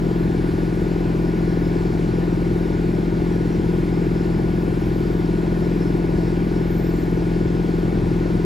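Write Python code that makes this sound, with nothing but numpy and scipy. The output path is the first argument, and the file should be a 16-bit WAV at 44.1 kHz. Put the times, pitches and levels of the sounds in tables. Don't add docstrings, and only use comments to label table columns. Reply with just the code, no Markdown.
import sys
import numpy as np
from scipy import signal
from scipy.fft import rfft, irfft, next_fast_len
from scipy.io import wavfile
from scipy.ndimage import uniform_filter1d, map_coordinates

SR = 44100
rng = np.random.default_rng(int(sys.argv[2]) if len(sys.argv) > 2 else 0)


def to_wav(s):
    ch = np.atleast_2d(s).T
    pcm = np.round(np.clip(ch, -1, 1) * 32767)
    wavfile.write(sys.argv[1], SR, pcm.astype(np.int16))


N = 372644


def amp(db):
    return 10 ** (np.asarray(db) / 20)


def unit(x):
    return x / np.sqrt(np.mean(x ** 2) + 1e-20)


def curve_at(points, hz):
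    freqs, values = np.transpose(points)
    return np.interp(np.log(hz + 1), np.log(freqs), values)


def wobble(rate):
    knots = rng.standard_normal(int(N * rate / SR) + 4)
    return map_coordinates(knots, [np.arange(N) * rate / SR])


def filtered(x, response):
    size = next_fast_len(N + SR // 2)
    return irfft(rfft(x, size) * response(np.fft.rfftfreq(size, 1 / SR)), size)[..., :N]


def noise_bed(eq, correlation, patchy_db):
    spectra = signal.stft(rng.standard_normal((2, N)), nperseg=512)[2]
    patches = uniform_filter1d(rng.standard_normal(spectra.shape[1:]), size=6, axis=0)
    patches = uniform_filter1d(patches, size=16, axis=1)
    pair = signal.istft(spectra * amp(patchy_db * unit(patches)), nperseg=512)[1][:, :N]

    def mid_side_gains(hz):
        width = np.arccos(np.clip(curve_at(correlation, hz), -1, 1)) / 2
        return amp(curve_at(eq, hz)) * [np.cos(width), np.sin(width)]

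    mid, side = filtered(pair, mid_side_gains)
    return unit(np.array([mid + side, mid - side]))


def tone(turns, fading, rate):
    paths = 1 + fading * (wobble(rate) + 1j * wobble(rate))
    return unit(np.real(paths * np.exp(2j * np.pi * turns)))


def ringing(modes, grip_db, rate):
    def body(f):
        return sum((-1) ** k * amp(db) * 1j * f * width / (hz * hz - f * f + 1j * f * width)
                   for k, (hz, width, db) in enumerate(modes))

    friction = amp(grip_db * wobble(rate)) * rng.standard_normal(N)
    return unit(filtered(friction, body))


def from_right(x, right_db, lead_ms):
    right = lambda hz: amp(right_db / 2) * np.exp(1j * np.pi * hz * lead_ms / 1000)
    return filtered(x, lambda hz: np.array([1 / right(hz), right(hz)]))


# f/Hz, left minus right level/dB
ENGINE_PAN = [(40, 1.7), (85, 1), (160, 1.9), (330, 1.7), (450, 5), (600, 6.3), (900, 6.5), (1200, 1.5),
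              (1800, -1.5)]
def from_left(x, lead_ms):
    left = lambda hz: amp(curve_at(ENGINE_PAN, hz) / 2) * np.exp(1j * np.pi * hz * lead_ms / 1000)
    return filtered(x, lambda hz: np.array([left(hz), 1 / left(hz)]))


def container_echoes(x, ripple_db, spacing_hz):
    knots = rng.standard_normal(SR // 4)
    ripple = lambda hz: amp(ripple_db * map_coordinates(knots, [hz / spacing_hz], mode="mirror"))
    return unit(filtered(x, ripple))


# f/Hz, relative level/dB
FAN_EQ = [(300, -3.5), (800, 1), (1250, 2.5), (1700, 2.5), (2300, 1), (2900, -4.5), (4600, -8), (5300, -10),
          (6200, -16), (7300, -14.5), (8300, -29), (9300, -66)]
# f/Hz, left-right correlation
FAN_IMAGE = [(800, 0.94), (1200, -0.2), (1700, 0.3), (2150, 0.95), (2800, .92), (3300, 1)]
def fans():
    air = noise_bed(FAN_EQ, FAN_IMAGE, patchy_db=0.86)
    air = container_echoes(air, ripple_db=.7, spacing_hz=16)
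    return amp(-42 + 0.17 * wobble(3.5)) * air


# f/Hz, relative level/dB
SIZZLE_EQ = [(7100, -60), (7600, -3), (8500, 0), (10000, .5), (11000, -3), (12000, -3), (13000, -5),
             (15700, -6)]
def sizzle():
    hiss = noise_bed(SIZZLE_EQ, correlation=[(10000, .92)], patchy_db=2.0)
    return amp(-56.5) * from_right(hiss, right_db=0, lead_ms=.27)


# f/Hz, level/dB
DRONE_TONES = [(37.6, -45), (74.9, -44), (115.8, -44), (154.1, -49), (198.5, -45)]
def drones(t):
    return sum(amp(db) * tone(hz * t, fading=0.31, rate=2.1) for hz, db in DRONE_TONES)


# f/Hz, relative level/dB
ROAR_EQ = [(20, -62), (30, -30), (42, -14), (60, -3.5), (110, -2), (200, -4), (300, -7), (400, -8),
           (540, -17.5), (950, -21), (1150, -27.5), (1700, -26.5), (2600, -54), (4000, -120)]
# f/Hz, left-right correlation
ROAR_IMAGE = [(100, 0.97), (300, 0.91), (600, 0.34), (1200, 0.83)]
def roar():
    return amp(-27.5) * noise_bed(ROAR_EQ, ROAR_IMAGE, patchy_db=1)


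def squeal(t, cue, spread_hz, flutter_rate):
    start, rise, hold, fall, hz, db = cue
    ramp_db, flutter_db = 18.5, 1.5
    fade = np.maximum((start + rise - t) / rise, 0) + np.maximum((t - start - rise - hold) / fall, 0)
    level = amp(db - ramp_db * fade + flutter_db * wobble(flutter_rate))
    return level * np.array([tone(hz * t, fading=2.4, rate=spread_hz) for _ in range(2)])


# start t/s, rise/s, hold/s, fall/s, f/Hz, held level/dB
THIN_SQUEALS = [(-.1, .2, 1.65, .3, 14380, -66.5), (4.45, .47, .11, .4, 14150, -58.5),
                (6.62, .09, .3, .14, 14228, -55.5)]
SOFT_SQUEALS = [(3.6, .35, .27, .4, 5170, -64.5), (6.68, .2, .13, .27, 7105, -64.5)]
def squeals(t):
    wide = sum(squeal(t, cue, spread_hz=130, flutter_rate=20) for cue in THIN_SQUEALS)
    centre = sum(squeal(t, cue, spread_hz=85, flutter_rate=12)[0] for cue in SOFT_SQUEALS)
    return wide + centre


# centre t/s, half-length/s, f/Hz, level before trim/dB
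CHIRP_CUES = [(1.52, .05, 5400, -60), (1.69, .05, 5200, -61), (2.32, .04, 5650, -62),
              (2.74, .03, 5280, -59), (2.95, .03, 5350, -60), (3.33, .025, 5700, -59.5),
              (3.54, .04, 5750, -59.5), (3.95, .04, 5200, -62), (4.83, .05, 5350, -60),
              (5.24, .05, 5380, -61), (5.65, .04, 5300, -57.5), (5.825, .025, 5250, -55),
              (5.88, .028, 5250, -55.5), (6.28, .06, 5450, -61), (6.57, .04, 5350, -61),
              (6.88, .05, 5350, -60), (7.36, .04, 5200, -61), (7.49, .025, 5100, -60),
              (7.58, .04, 5150, -58)]
def flange_chirps(t, trim_db, spread_hz):
    out = np.zeros(N)
    for centre, half_length, hz, db in CHIRP_CUES:
        near = abs(t - centre) < 2 * half_length
        offset = t[near] - centre
        knots = rng.standard_normal((2, SR // 100))
        position = (offset - offset[0]) * spread_hz
        real, imag = (map_coordinates(row, [position], mode="mirror") for row in knots)
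        ring = unit(np.real((real + 1j * imag) * np.exp(2j * np.pi * hz * offset)))
        out[near] += amp(trim_db + db) * np.exp(-2 * (offset / half_length) ** 2) * ring
    return out


# t/s, relative level/dB
DRIVE_EFFORT = [(0, -3), (1.3, -2), (1.55, 2.5), (3.2, -3), (5.2, -1), (5.8, 0.5), (8.4, -1)]
# f/Hz, bandwidth/Hz, relative level/dB
GEAR_MODES = [(1682, 15, 8), (1806, 40, 3.5), (2180, 100, 0.5), (2330, 120, -2)]
WHEEL_MODES = [(4420, 190, 5), (5170, 110, 1), (5380, 120, -5), (5860, 180, -1.5)]
def trolley(t, gear_db, wheel_db):
    effort_db = np.interp(t, *np.transpose(DRIVE_EFFORT))
    gears = amp(gear_db + effort_db + 1.5 * wobble(3.9)) * ringing(GEAR_MODES, grip_db=2.0, rate=18)
    rims = sum(amp(db) * ringing([(hz, width, db)], grip_db=3.5, rate=40)
               for hz, width, db in WHEEL_MODES)
    return gears + amp(wheel_db + effort_db + 1.4 * wobble(7.2)) * unit(rims)


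# centre t/s, half-length/s, level/dB
GROAN_CUES = [(1.42, .06, -50), (1.55, .06, -46.5), (2.22, .07, -47)]
def gear_groans(t):
    swell = sum(amp(db) * np.exp(-((t - centre) / half_length) ** 2)
                for centre, half_length, db in GROAN_CUES)
    return swell * ringing(GEAR_MODES[:2], grip_db=2, rate=40)


# f/Hz, level/dB, right minus left level/dB, right lead/ms
MOTOR_WHINES = [(1445, -53.6, 2.7, .447), (1465.8, -49.4, 4.2, .456), (1540, -69, 0, 0),
                (1680, -63.5, -4, -.03), (1786, -67, 0, 0), (2072, -70, 0, 0), (2162, -64.5, 0, 0),
                (2930, -75, 0, 0)]
def crane_motors(t, drift_turns, fading, flicker_rate):
    whine = lambda hz: tone(hz * t + drift_turns * wobble(2.07), fading, flicker_rate)
    return sum(amp(db) * from_right(whine(hz), right_db, lead_ms)
               for hz, db, right_db, lead_ms in MOTOR_WHINES)


# multiple of the firing rate, level/dB
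GENERATOR_PARTIALS = [(4, -39), (6, -52), (8, -52), (9, -55), (10, -52.7), (11, -52.7), (12, -56),
                      (14, -54.3), (16, -57.5), (20, -63)]
def generator(t, firing_hz):
    firings = firing_hz * t + 0.012 * wobble(1.475)
    return sum(amp(db) * tone(k * firings + rng.random(), fading=.22, rate=5)
               for k, db in GENERATOR_PARTIALS)


# f/Hz, relative level/dB
RASP_EQ = [(100, -80.5), (200, -20), (280, 8), (420, 12), (560, -6), (900, -20), (1300, -37), (2500, -120)]
def exhaust_rasp(cycles, level_db, place, width):
    gate = np.exp((np.cos(2 * np.pi * (cycles - place)) - 1) / width)
    gas = filtered(rng.standard_normal(N), lambda hz: amp(curve_at(RASP_EQ, hz)))
    return amp(level_db) * unit(gate * gas)


# multiple of the cycle rate, level/dB
BUZZ_PARTIALS = [(21, -48), (23, -53), (25, -57.5), (28, -60), (29, -58), (31, -61.5), (33, -61.5),
                 (36, -61.5), (39, -63), (42.5, -61), (43, -60), (43.5, -60.5), (44.5, -60), (45.5, -59.5)]
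def exhaust_buzz(cycles):
    return sum(amp(db) * tone(k * cycles + rng.random(), fading=0.21, rate=2.99)
               for k, db in BUZZ_PARTIALS)


# multiple of the cycle rate, relative level/dB
HUM_PARTIALS = [(2, -4.2), (3, -21), (4, -18.2), (5, -19.6), (6, -5.3), (7, -25), (8, 1.1), (9, -10.6),
                (10, -9.4)]
def exhaust_hum(cycles, level_db):
    lead_cycles, smear_turns = .07, .146
    hum = sum(amp(db) * tone(k * (cycles + lead_cycles) - smear_turns * k ** 2, fading=.05, rate=4)
              for k, db in HUM_PARTIALS)
    return amp(level_db) * unit(hum)


# level change/dB, delay/cycles
PUFF_PATTERN = [(-.048, -13.4, 305, .0101, -.5, -.003), (.177, -25, 180, .0024, 8, -.012),
                (.478, -21, 290, .0081, -1, -.007), (.737, -28.6, 219, .0081, 1, .038)]
# f/Hz, level/dB
SILENCER_EQ = [(480, 0), (560, -3), (680, -8), (1200, -16)]
def exhaust_bark(cycles, trim_db, scatter_db, jitter_s):
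    t = np.arange(SR // 25) / SR
    pitch_sag = 1 + .8 * np.exp(-t / .0055)
    steepness = 8.8
    beats = np.arange(int(cycles[-1]) + 1)
    odd = beats % 2
    out = np.zeros(N)
    for place, db, hz, swell, odd_db, odd_delay in PUFF_PATTERN:
        jitter, scatter = rng.standard_normal((len(beats), 2)).T
        onsets = np.searchsorted(cycles, beats + place + odd * odd_delay) + jitter_s * SR * jitter
        sizes = (-1) ** beats * amp(trim_db + db + odd * odd_db + scatter_db * scatter)
        triggers = np.bincount(np.clip(onsets, 0, N).astype(int), sizes, N + 1)[:N]
        envelope = (t / swell * np.exp(1 - t / swell)) ** steepness
        puff = envelope * np.sin(2 * np.pi * np.cumsum(hz * pitch_sag) / SR)
        out += signal.fftconvolve(triggers, puff)[:N]
    return filtered(out, lambda hz: amp(curve_at(SILENCER_EQ, hz)))


def diesel(t, cycle_hz, first_beat_s):
    cycles = cycle_hz * (t - first_beat_s) + .002 * wobble(1.3)
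    hum = exhaust_hum(cycles, level_db=-22.0)
    bark = exhaust_bark(cycles, trim_db=0.6, scatter_db=0.1, jitter_s=.00002)
    buzz = exhaust_buzz(cycles)
    rasp = exhaust_rasp(cycles, level_db=-44.5, place=0.1, width=0.19)
    return hum + bark + buzz + rasp


def scene():
    t = np.arange(N) / SR
    engines = from_left(diesel(t, cycle_hz=21.2448, first_beat_s=.0147) + drones(t), lead_ms=0.33)
    engines += from_left(roar() + generator(t, firing_hz=72.12), lead_ms=0.26)
    crane = crane_motors(t, drift_turns=0.16, fading=0.12, flicker_rate=17)
    crane += trolley(t, gear_db=-54.5, wheel_db=-62.0) + gear_groans(t)
    crane += flange_chirps(t, trim_db=3.0, spread_hz=400) + squeals(t)
    return engines + crane + fans() + sizzle()


def record(dry):
    cutoff_hz = 15780
    return filtered(dry, lambda hz: hz < cutoff_hz)


dry = scene()
out = record(dry)
to_wav(out)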